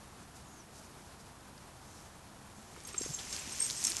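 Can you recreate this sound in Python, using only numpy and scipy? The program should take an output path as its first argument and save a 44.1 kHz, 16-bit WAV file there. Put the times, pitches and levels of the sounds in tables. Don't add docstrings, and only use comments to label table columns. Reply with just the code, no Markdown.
import sys
import numpy as np
from scipy import signal
from scipy.fft import rfft, irfft
from scipy.io import wavfile

SR = 44100
rng = np.random.default_rng(int(sys.argv[2]) if len(sys.argv) > 2 else 0)


def master_out(mix):
    frames = np.transpose(np.atleast_2d(mix))
    ceiling = np.clip(frames, -1, 1)
    pcm = np.round(ceiling * 32767).astype(np.int16)
    wavfile.write(sys.argv[1], SR, pcm)


N = 176400
T = np.arange(N) / SR


# (frequency [Hz], time to fall 60 dB [s])
TAG_MODES = [(5440, 0.18), (6430, 0.14), (7447, 0.37), (8413, 0.24)]
# (time [s], free ring [s], then the level of each of the four modes [dB])
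TAG_CONTACTS = [(2.732, 0.0089, -78, -73, -68, -59), (2.772, 0.014, -75, -80, -70, -61),
                (2.85, 0.0046, -62, -37, -52, -47), (2.871, 0.0057, -58, -58, -44.5, -43),
                (2.887, .004, -45, -54, -56, -47), (2.927, .008, -69, -54, -64, -46),
                (2.963, .012, -57, -60, -60, -49), (2.979, 0.01, -52, -35, -29, -46),
                (3, 0.013, -60, -50, -50, -43.5), (3.018, .02, -50, -39, -41, -59),
                (3.05, 0.016, -58, -41, -54, -58), (3.134, .008, -58, -50, -39, -58),
                (3.140, .009, -53, -42, -36.5, -62), (3.143, 0.031, -60, -37.5, -46, -65),
                (3.295, 0.031, -58, -52, -47, -52), (3.33, .02, -53, -44, -52, -49),
                (3.386, .014, -59, -52, -43, -46), (3.521, .015, -52, -45, -56, -39),
                (3.596, .005, -46, -48, -44, -35), (3.601, 0.0069, -41, -48, -42, -26),
                (3.616, 0.018, -42.5, -53, -52, -32), (3.637, .012, -43, -50, -52, -37),
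                (3.65, .025, -50, -48, -52, -36), (3.764, 0.037, -43, -44, -52, -38.5),
                (3.80, 0.026, -54, -43, -56, -45), (3.843, 0.0065, -42, -29, -35, -44),
                (3.852, 0.013, -40, -36, -42, -39), (3.867, 0.0056, -29, -28, -41, -29.5),
                (3.896, .024, -44, -42, -44, -38.5)]

def collar_tags():
    strike_s, choke_s, choke_db = 0.00064, 0.0018, -13
    beat_hz, twin_db = 66, -9
    chatter_db, chatter_hz = 2.2, 160
    out = np.zeros(N)
    for start, free_s, *mode_db in TAG_CONTACTS:
        t = T[:N - int(start * SR)]
        choked = np.clip((t - free_s) / choke_s, 0, 1)
        envelope = (1 - np.exp(-t / strike_s)) * from_db(choke_db * choked)
        for (hz, t60), db in zip(TAG_MODES, mode_db):
            phase, twin_phase, detune = rng.random(3)
            twin_hz = hz - beat_hz * (.5 + detune)
            tag = np.sin(2 * np.pi * (hz * t + phase))
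            twin = from_db(twin_db) * np.sin(2 * np.pi * (twin_hz * t + twin_phase))
            out[N - len(t):] += envelope * from_db(db - 60 * t / t60) * (tag + twin)
    return out * from_db(chatter_db * drift(chatter_hz))


HARD_HITS = [(1.578, -48, 4800, .003), (2.763, -43, 1300, .003), (2.804, -36.5, 6030, .0004),
             (2.837, -40, 9000, .0008), (2.871, -41.5, 11000, .009), (2.889, -43, 5630, .003),
             (2.902, -48, 3800, .002), (2.943, -35.5, 1400, 0.0032), (2.946, -40, 2600, .003),
             (3.018, -30, 6000, .002), (3.188, -38.5, 3500, 0.0065), (3.327, -28.5, 5070, 0.0024),
             (3.364, -27.5, 5000, 0.0011), (3.421, -41, 2400, .002), (3.476, -38, 3000, .001),
             (3.61, -39, 1600, .003), (3.6655, -21.5, 6950, 0.00044), (3.7005, -19.5, 4720, 0.00043),
             (3.7082, -20, 5800, 0.0005), (3.710, -25, 4650, 0.00041), (3.8185, -25, 6500, .0003),
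             (3.8283, -22, 6500, .0003), (3.840, -19, 6760, 0.001), (3.8492, -12, 6400, 0.00038),
             (3.8515, -14.5, 6200, .001), (3.870, -24, 6500, .0015), (3.878, -25, 6000, .0007),
             (3.881, -34.5, 2600, 0.0019), (3.9018, -18.5, 10000, 0.00035), (3.9192, -18, 4720, 0.00032),
             (3.9676, -19, 6500, 0.0009)]

def clip_and_stones():
    trim_db = -2.5
    out, t = np.zeros(N + SR), T[:SR // 20]
    for start, db, hz, decay_s in HARD_HITS:
        crunch = rng.standard_normal(len(t)) * np.exp(-t / decay_s)
        click = resonate(crunch, hz, q=3.6)
        click *= np.sqrt(decay_s * SR / 2 / np.sum(click ** 2))
        i = int(start * SR)
        out[i:i + len(t)] += from_db(db + trim_db) * click
    return out[:N]


# (time [s], level [dB])
PAW_LEVEL = [(2.68, -70), (2.8, -57.5), (2.865, -59), (2.885, -50.5), (2.93, -56.5), (3.02, -51),
             (3.18, -56.5), (3.195, -47), (3.255, -52), (3.318, -49.5), (3.332, -45), (3.42, -48),
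             (3.58, -48.5), (3.665, -47), (3.735, -50.5), (3.81, -50), (3.87, -45), (3.95, -46.5),
             (3.975, -45), (4.04, -44)]
# (frequency [Hz], level [dB])
PAW_SPECTRUM = [(250, 3.5), (600, -3), (1200, -3.5), (2500, -0.5), (4200, -4), (6000, -3.5), (11500, -11.5)]

def paws():
    return level(PAW_LEVEL) * grit(PAW_SPECTRUM)


# (time [s], level [dB])
LEAD_LEVEL = [(2.55, -64.5), (2.82, -63.5), (2.88, -56.5), (2.95, -58.5), (3.03, -45), (3.11, -45.5),
              (3.2, -48.5), (3.28, -49.5), (3.345, -43.5), (3.46, -51), (3.57, -43.5), (3.66, -40.5),
              (3.74, -43.5), (3.82, -41.5), (3.875, -37.5), (3.95, -44.5), (4.04, -38)]
# (frequency [Hz], level [dB])
GRASS_SPECTRUM = [(2000, -22), (4000, -11.5), (5600, -1), (7000, -1), (9000, -8.5), (11500, -12.5)]

def dragging_lead():
    return level(LEAD_LEVEL) * grit(GRASS_SPECTRUM)


# (time [s], peak level [dB], frequency [Hz], half length [s])
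THUDS = [(2.588, -50, 207, 0.015), (2.777, -44, 410, 0.0024), (2.948, -44, 382, .004),
         (3.0135, -31, 350, 0.0019), (3.0628, -34.5, 380, 0.0016), (3.106, -39, 148, .011),
         (3.477, -42, 246, 0.0034), (3.866, -49.5, 236, 0.0057), (3.912, -47.5, 342, 0.0094)]

def thuds():
    return sum(from_db(db) * np.exp(-((T - s) / half_s) ** 2) * np.cos(2 * np.pi * hz * (T - s))
               for s, db, hz, half_s in THUDS)


# (time [s], level [dB])
RUN_LEVEL = [(2.7, -72), (3.1, -62), (3.35, -55), (3.6, -67), (4.04, -66)]
# (frequency [Hz], level [dB])
RUN_SPECTRUM = [(25, -6), (60, -1), (110, -3), (300, -12), (900, -35), (5000, -80)]

def running_rumble():
    return level(RUN_LEVEL) * coloured(rng.standard_normal(N), RUN_SPECTRUM)


# (delay [s], level [dB])
ECHOES = [(.007, -22), (0.042, -26), (0.111, -28)]

def yard_echoes(direct):
    return sum(from_db(db) * np.interp(T - delay, T, direct, left=0) for delay, db in ECHOES)


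# (time [s], level [dB], half length [s])
RUSTLES = [(0.232, -61, 0.0087), (0.365, -56.5, 0.0084), (.40, -62.5, .02), (0.774, -55.5, 0.025),
           (0.854, -60, .02), (1.045, -64.5, .05), (1.206, -58, 0.012), (1.63, -65, .02),
           (1.956, -59.5, 0.098)]
# (frequency [Hz], level [dB])
RUSTLE_SPECTRUM = [(1800, -22), (3600, -7.5), (6000, 1.5), (8000, -2.5), (11500, -7.5)]

def rustles():
    swells = sum(from_db(db) * np.exp(-.5 * ((T - s) / half_s) ** 2) for s, db, half_s in RUSTLES)
    return swells * grit(RUSTLE_SPECTRUM)


# (time [s], frequency [Hz], level [dB])
CHIRP = [(.44, 6930, -80), (.47, 6750, -65.5), (.52, 6770, -66), (.575, 6500, -63), (.605, 5900, -58.5),
         (.63, 5500, -72)]

def distant_chirp():
    width_hz = 230
    times, hz, db = np.transpose(CHIRP)
    phase = 2 * np.pi * np.cumsum(np.interp(T, times, hz)) / SR
    whistle = drift(width_hz) * np.sin(phase) + drift(width_hz) * np.cos(phase)
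    return level(np.c_[times, db]) * whistle


# (frequency [Hz], level [dB])
AIR_SPECTRUM = [(25, -9.5), (62, -4), (90, -2), (130, -4), (210, -4.5), (280, -7), (400, -10), (550, -12),
                (720, -8.5), (1000, -10), (1500, -14), (2100, -19), (3200, -21.5), (6500, -21.5),
                (11500, -24), (15000, -45)]
# (frequency [Hz], rms level [dB])
HUM_TONES = [(66, -67.5), (132, -68), (208, -70)]

def yard_ambience():
    air_db, flicker_db = -54, 0.69
    air = from_db(air_db + flicker_db * drift(hz=11)) * coloured(rng.standard_normal(N), AIR_SPECTRUM)
    hum = sum(from_db(db) * np.sqrt(2) * np.sin(2 * np.pi * hz * T + drift(hz=1.7))
              for hz, db in HUM_TONES)
    return air + hum


def grit(spectrum):
    snaps_per_s, spread_db, grain_share = 2200, 2.5, 0.42
    born = rng.random(N) < snaps_per_s / SR
    sizes = from_db(spread_db * np.minimum(rng.exponential(1, N), 4))
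    snaps = born * sizes * rng.choice([-1, 1], N)
    pitches = np.geomspace(900, 11000, 12)
    band = rng.choice(len(pitches), N, p=pitches / pitches.sum())
    grains = sum(resonate(snaps * (band == k), hz, q=2.65) / np.sqrt(hz) for k, hz in enumerate(pitches))
    rubbing = rng.standard_normal(N)
    return coloured(np.sqrt(grain_share) * rms_one(grains) + np.sqrt(1 - grain_share) * rubbing, spectrum)


def from_db(db):
    return 10 ** (np.asarray(db) / 20)


def rms_one(x):
    return x / np.sqrt(np.mean(x ** 2) + 1e-20)


def level(rows):
    times, db = np.transpose(rows)
    return from_db(np.interp(T, times, db, left=-120, right=-120))


def drift(hz):
    pole = np.exp(-2 * np.pi * hz / SR)
    return rms_one(signal.lfilter([1], [1, -2 * pole, pole * pole], rng.standard_normal(N + SR))[SR:])


def coloured(x, spectrum):
    hz, db = np.transpose(spectrum)
    bins_hz = np.maximum(np.arange(N // 2 + 1) * SR / N, 1)
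    gain = from_db(np.interp(np.log(bins_hz), np.log(hz), db))
    low_cut = np.minimum(bins_hz / hz[0], 1)
    return rms_one(irfft(rfft(x) * gain * low_cut, N))


def resonate(x, hz, q):
    return signal.lfilter(*signal.iirpeak(hz, q, fs=SR), x + 1e-18)


def scene():
    dog = collar_tags() + clip_and_stones() + paws() + dragging_lead()
    mono = dog + yard_echoes(dog) + thuds() + running_rumble()
    mono += rustles() + distant_chirp() + yard_ambience()
    return np.array([mono, mono])


def record(dry):
    cutoff_hz = 11900
    return signal.sosfilt(signal.ellip(12, .1, 75, cutoff_hz, fs=SR, output="sos"), dry)


dry = scene()
out = record(dry)
master_out(out)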